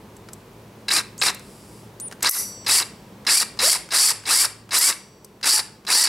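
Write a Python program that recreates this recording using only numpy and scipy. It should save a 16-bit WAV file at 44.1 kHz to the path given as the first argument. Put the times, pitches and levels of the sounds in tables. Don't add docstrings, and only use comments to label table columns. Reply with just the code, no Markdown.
import sys
import numpy as np
from scipy import signal
from scipy.fft import rfft, irfft, next_fast_len
from scipy.io import wavfile
from scipy.ndimage import uniform_filter1d

SR = 44100
rng = np.random.default_rng(int(sys.argv[2]) if len(sys.argv) > 2 else 0)


def to_wav(sig):
    pcm = np.clip(np.atleast_2d(sig), -1, 1) * 32767
    pcm = np.round(pcm).astype(np.int16)
    wavfile.write(sys.argv[1], SR, pcm.T)


N = 268304
TIME = np.arange(N) / SR

# (power on [s], at rest [s], target speed [Hz], spin-up time constant [s],
# slack clack [dB], grinding [dB], screech [dB])
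PULLS = [(.897, 1.02, 419.7, .013, -30, -13, -15), (1.214, 1.319, 398.7, .008, -10.5, -15, -17),
         (2.223, 2.387, 381, 0.024, -21, -22, -11.5), (2.663, 2.833, 402.7, 0.038, -18, -1, -2),
         (3.266, 3.444, 414, 0.033, -14.5, -1, -1.5), (3.589, 3.779, 401.5, .048, -18.5, 1, 1.5),
         (3.905, 4.131, 491, 0.068, -29, 2, 1), (4.253, 4.477, 424.5, .063, -30, 0.5, -3.5),
         (4.707, 4.928, 416.6, 0.059, -28.5, 1.5, -11), (5.428, 5.616, 339.7, 0.043, -22, 2, 4),
         (5.866, 6.089, 339.5, 0.043, -27.5, -0.5, 2.5)]
# (frequency [Hz], level [dB])
HOUSING = [(100, -50), (300, -9), (600, -13), (950, -4), (1200, -2.5), (1700, -5), (2600, -5), (3200, -15),
           (4000, -4), (5000, -2), (6400, -11.5), (9000, -9), (13000, -22), (16000, -33)]
# (frequency [Hz], width [Hz], level [dB])
HOUSING_MODES = [(1180, 610, -4), (1604, 89, -6), (2213, 164, -4), (2616, 114, -2.5), (3990, 183, 7),
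                 (4920, 320, 9.5)]
# (frequency [Hz], level [dB])
GRIND = [(300, -32.5), (1000, -26), (2200, -17), (3300, -12.5), (4100, -15), (4650, 0.5), (5500, -3.5),
         (6500, -8.5), (7200, -4), (7700, 0.5), (8400, -4.5), (9400, -0.5), (11500, -7.5), (16000, -26.5)]


def gain_of(db):
    return 10 ** (np.asarray(db) / 20)


def unit_rms(x):
    return x / np.sqrt(np.mean(x ** 2) + 1e-20)


def log_interp(points, hz):
    points_hz, values = np.transpose(points)
    return np.interp(np.log(hz + 1), np.log(points_hz + 1), values)


def add(mix, at_s, sound):
    part = mix[round(at_s * SR):][:len(sound)]
    part += sound[:len(part)]


def wander(count, cutoff_hz):
    size = next_fast_len(count, True)
    rolloff = 1 + (np.fft.rfftfreq(size, 1 / SR) / cutoff_hz) ** 4
    return unit_rms(irfft(rfft(rng.standard_normal(size)) / rolloff, size)[:count])


def convolve(x, response):
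    return signal.oaconvolve(x, response / np.linalg.norm(response))[:len(x)]


def colour(x, spectrum):
    log_gain = np.log(gain_of(log_interp(spectrum, abs(np.fft.fftfreq(8192, 1 / SR)))))
    taps = np.fft.ifft(np.exp(np.conj(signal.hilbert(log_gain)))).real
    return convolve(x, taps)


def damped_ring(force, modes):
    t = TIME[:SR // 20]
    ring = sum((-1) ** k * gain_of(db) * np.exp(-np.pi * width_hz * t) * np.sin(2 * np.pi * hz * t)
               for k, (hz, width_hz, db) in enumerate(modes))
    return convolve(force, ring)


def burst(decay_s):
    t = TIME[:SR // 8]
    return rng.standard_normal(len(t)) * np.exp(-t / decay_s) * (1 - np.exp(-t / 0.00016))


def contacts(rows, decay_s):
    force = np.zeros(N)
    for at_s, db in rows:
        add(force, at_s, gain_of(db) * burst(decay_s))
    return force


def workshop_noise():
    spectrum = [(20, -48), (33, -31), (48, -3.5), (85, -7.5), (140, -1), (200, -1), (260, -6), (420, -4),
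                (700, -13), (950, -11.5), (1400, -19.5), (3500, -25.5), (8000, -31.5), (15000, -33.5)]
    hum_tones = [(109, -6), (195, -9.5), (216, -9.5)]
    envelope = [(0.0, -46), (3.57, -45.5), (4.0, -50), (6.08, -51)]
    hum = np.zeros(N)
    for hz, db in hum_tones:
        swell = gain_of(db) * (1 + .5 * wander(N, 1.6))
        hum += swell * np.sin(2 * np.pi * np.cumsum(hz + 2.47 * wander(N, 5.93)) / SR)
    mid = colour(rng.standard_normal(N), spectrum) + hum
    side = colour(rng.standard_normal(N),
                  [(30, -31), (300, -5), (700, -0.5), (2000, -6.5), (8000, -19), (16000, -42)])
    level = gain_of(np.interp(TIME, *np.transpose(envelope)))
    return level * (gain_of(0.1) * mid + gain_of(-14.5) * np.array([side, -side]))


def bit_clicks():
    touches = [(.166, -42), (.332, -29.5), (1.179, -32), (1.346, -28), (1.394, -38), (1.999, -27),
               (2.227, -10.5), (5.246, -33)]
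    force = contacts(touches, decay_s=0.0037)
    crack = colour(force, [(500, -11), (3500, -19), (5000, -5), (6500, 2), (9500, -8),
                           (12500, -4.5), (16000, -21)])
    ring = damped_ring(force, [(4500, 130, -8), (7640, 120, 2), (9900, 270, -5.5)])
    return gain_of(-1.5) * crack + gain_of(-3) * ring


def hand_ticks():
    grip = [(.287, -37), (2.113, -35), (2.124, -30)]
    lead_s, trigger_db = 0.016, -39
    trigger = [(on_s - lead_s, trigger_db) for on_s, *_ in PULLS]
    force = contacts(grip + trigger, decay_s=0.0046)
    return colour(force, [(200, -14), (1500, 4.5), (3500, -6), (5000, -3), (10000, -10.5), (16000, -24)])


def clacks():
    knocks = [(.883, -17), (.889, -14.5), (.964, -11.5), (1.284, -13.5), (2.824, -19), (4.925, -21),
              (5.592, -17), (6.071, -16)]
    force = contacts(knocks, decay_s=0.0041)
    seating = 1 - np.exp(-TIME[:SR // 8] / 0.0016)
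    for on_s, _, _, spin_s, clack_db, *_ in PULLS:
        add(force, on_s, gain_of(clack_db) * seating * burst(decay_s=0.48 * spin_s))
    shell = damped_ring(force, HOUSING_MODES)
    chuck = damped_ring(force, [(4100, 200, 0), (4900, 140, 0.84)])
    return gain_of(-1) * shell + gain_of(-11) * chuck + gain_of(-5) * colour(force, HOUSING)


def pull_forces(start_s, rest_s, target_hz, spin_s, grind_db, screech_db):
    orders = [(1, -18), (2, -6.5), (3, -6), (4, -7.5), (5, -9), (6, 4), (9, -6.5), (12, 3.5)]
    brake_s, gear_teeth = .052, 16
    catches_per_s, catch_decay_s, catch_db = 14, 0.0018, 7
    gentleness = np.log2(spin_s / .04)
    t = np.arange(start_s, rest_s, 1 / SR)
    count = len(t)
    torque = np.exp(-(t - start_s) / spin_s)
    coast = np.clip((rest_s - t) / brake_s, 0, 1)
    motor_hz = target_hz * (1 - torque) * coast * (1 + .009 * wander(count, 150))
    turns = np.cumsum(motor_hz) / SR
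    speed = np.maximum(motor_hz, 0) / 400
    whine = np.zeros(count)
    for order, db in orders:
        level = gain_of(db + 3 * gentleness) * (1 + 0.5 * wander(count, 86))
        whine += level * np.sin(2 * np.pi * (order * turns + rng.random()))
    flutter = gain_of(2 * wander(count, 200))
    mesh = flutter * np.sin(2 * np.pi * (gear_teeth * turns + .15 * wander(count, 350)))
    tooth_load = 0.056 + (torque + .5 * coast * (1 - coast)) * gain_of(-3.5 * gentleness)
    knock = unit_rms(0.85 + np.exp(-(turns % 1) / 0.43)) * gain_of(1.85 * wander(count, 106))
    strain = (1 + 2 * torque + 2.4 * (1 - coast)) * np.sqrt(coast)
    catches = rng.random(count) < catches_per_s / SR
    jolts = signal.lfilter([gain_of(catch_db)], [1, -np.exp(-1 / (catch_decay_s * SR))], catches)
    rattle = knock * (strain + jolts) * gain_of(2.3 * wander(count, 600)) * rng.standard_normal(count)
    chips = knock * gain_of(grind_db + 1.6 * wander(count, 850)) * rng.standard_normal(count)
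    screech = knock * gain_of(screech_db + 3 * wander(count, 70)) * rng.standard_normal(count)
    forces = [whine * speed ** 0.98, mesh * speed ** 0.7 * tooth_load, rattle * speed ** 0.5,
              chips * speed ** 1.64, screech * speed ** 1.5]
    return gain_of(-gentleness) * np.array(forces)


def drill():
    bit_modes = [(4425, 195, -2), (4760, 280, 0), (5110, 220, -3.5), (5690, 280, -4), (7600, 170, -13.5),
                 (9300, 500, -6)]
    tracks = np.zeros((5, N))
    for on_s, rest_s, target_hz, spin_s, _, grind_db, screech_db in PULLS:
        slack_s = min(.011, .42 * spin_s)
        start_s = on_s + slack_s
        forces = pull_forces(start_s, rest_s, target_hz, spin_s, grind_db, screech_db)
        for track, force in zip(tracks, forces):
            add(track, start_s, force)
    whine, mesh, rattle, chips, screech = tracks
    gears = colour(gain_of(-36.5) * whine + gain_of(-27) * rattle, HOUSING)
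    shell = damped_ring(gain_of(-18.5) * mesh + gain_of(-34.5) * rattle, HOUSING_MODES)
    cutting = gain_of(-10.5) * colour(chips, GRIND) + gain_of(-16) * damped_ring(screech, bit_modes)
    return gears + shell + cutting


def bit_groans():
    # (start [s], end [s], first pitch [Hz], last pitch [Hz], level [dB])
    judders = [(0.927, 0.992, 297, 328, -36), (3.616, 3.701, 402, 688, -26.5),
               (5.531, 5.596, 896, 871, -31.5), (5.96, 6.017, 822, 870, -33)]
    out = np.zeros(N)
    for start_s, end_s, first_hz, last_hz, db in judders:
        count = len(np.arange(start_s, end_s, 1 / SR))
        glide_hz = first_hz + (last_hz - first_hz) * np.sin(np.linspace(0, np.pi / 2, count))
        phase = 2 * np.pi * np.cumsum(glide_hz * (1 + 0.026 * wander(count, 220))) / SR
        swell = signal.windows.tukey(count, .5) * gain_of(db + 3.3 * wander(count, 95))
        add(out, start_s, swell * (np.sin(phase) + gain_of(-5) * np.sin(2 * phase)))
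    return out


def bit_squeaks():
    # (start [s], end [s], top pitch [Hz], level [dB], roughness at the top [0-1])
    slips = [(1.188, 1.213, 7850, -35, 0.75), (2.003, 2.088, 9620, -34, .01)]
    pitch_sag, rough_ends = .14, .8
    out = np.zeros(N)
    for start_s, end_s, top_hz, db, rough_top in slips:
        count = round((end_s - start_s) * SR)
        off_top = (1 - np.sin(np.pi * np.linspace(0, 1, count) ** 1.2)) ** 2
        roughness = rough_top + (rough_ends - rough_top) * off_top
        hz = top_hz * (1 - pitch_sag * off_top) * (1 + 0.1 * roughness * wander(count, 950))
        whistle = np.sqrt(2) * np.sin(2 * np.pi * np.cumsum(hz) / SR)
        add(out, start_s, gain_of(db) * signal.windows.tukey(count, .1) * whistle)
    return out


def steel_ring(force):
    modes = [(1995, -5, 0.29), (4575, -16.5, 1.2), (5250, -6, .25), (5530, -23, 1.5), (5870, -11, 0.95),
             (7640, -4, .25), (7700, -19, 1.23), (8760, -12, .6), (9340, -6.5, .28), (10360, -9, .24),
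             (11560, -4, 0.18), (12110, 5, .18)]
    t = TIME[:SR]
    ring = sum(gain_of(db - 60 * t / t60_s) * np.sin(2 * np.pi * hz * t) for hz, db, t60_s in modes)
    return convolve(force, ring)


def bit_rub():
    start_s, end_s = 1.3, 1.95
    count = round((end_s - start_s) * SR)
    force = np.zeros(N)
    add(force, start_s, gain_of(-55) * signal.windows.tukey(count, .55) * rng.standard_normal(count))
    hiss = colour(force, GRIND)
    return gain_of(0.5) * hiss + gain_of(-14) * steel_ring(hiss)


def bit_snags():
    strikes = [(2.2935, 4.5), (2.310, -6), (2.681, -29), (4.787, -9.5)]
    wash_spectrum = [(1000, -40), (3600, -29), (4700, -9), (6000, -2.5), (6800, -10), (7700, -6.5),
                     (8600, -7), (10400, -1), (11200, 0), (12200, -2), (13200, -20), (16000, -28)]
    wash_t60_s = 0.29
    t = TIME[:SR // 2]
    cracks = contacts(strikes, decay_s=0.0035)
    impulses, wash = np.zeros((2, N))
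    for at_s, db in strikes:
        add(impulses, at_s, gain_of([db]))
        add(wash, at_s, gain_of(db - 60 * t / wash_t60_s) * rng.standard_normal(len(t)))
    shrill = damped_ring(cracks, [(11800, 760, 3), (5900, 270, -17)])
    bright = colour(gain_of(6) * cracks + gain_of(-8) * wash, wash_spectrum)
    return gain_of(7) * shrill + bright + gain_of(13) * steel_ring(impulses)


def room(x):
    decay = [(150, 0.88), (1000, 0.45), (4000, 0.46), (9000, 0.34), (15000, 0.18)]
    reflections_per_s, predelay_s = 4000, .004
    taps = rng.standard_normal(SR) * (rng.random(SR) < reflections_per_s / SR) * (TIME[:SR] > predelay_s)
    hz, frame_s, bands = signal.stft(taps, SR, nperseg=256)
    fade = gain_of(-60 * frame_s / log_interp(decay, hz)[:, None])
    tail = signal.istft(bands * fade, SR, nperseg=256)[1]
    return convolve(x, tail)


def scene():
    near = (drill() + bit_groans() + clacks() + bit_snags() + bit_clicks() + hand_ticks()
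            + bit_squeaks() + bit_rub())
    returned = colour(near, [(100, -0.5), (2500, -0.5), (5000, -8), (9000, -3.5), (16000, -3)])
    mid = near + gain_of(-18.5) * room(returned)
    bounce_s = .0005
    delayed = np.interp(TIME - bounce_s, TIME, near)
    bounce = colour(delayed, [(100, -25), (500, 8.5), (2200, 3), (4500, 2), (9000, 5.5), (14000, -1)])
    side = gain_of(-27.5) * room(returned) + gain_of(-23) * bounce
    return np.array([gain_of(0.46) * (mid + side), gain_of(-0.02) * (mid - side)]) + workshop_noise()


def limit(x, ceiling_db, recovery_db_per_s):
    power_db = 10 * np.log10(abs(uniform_filter1d((x ** 2).mean(0), size=90)) + 1e-12)
    fall_db = TIME * recovery_db_per_s
    held_db = np.maximum.accumulate(power_db + fall_db) - fall_db
    over_db = np.maximum(held_db - ceiling_db, 0)
    return x / gain_of(uniform_filter1d(over_db, size=40))


def record(dry):
    clip_level, cutoff_hz = .56, 15900
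    limited = limit(dry, ceiling_db=-14.5, recovery_db_per_s=275)
    clipped = limited / (1 + (limited / clip_level) ** 6) ** (1 / 6)
    lowpass = signal.firwin(511, cutoff_hz, window=("kaiser", 9), fs=SR)
    return signal.oaconvolve(clipped, lowpass[None], "same")


dry = scene()
out = record(dry)
to_wav(out)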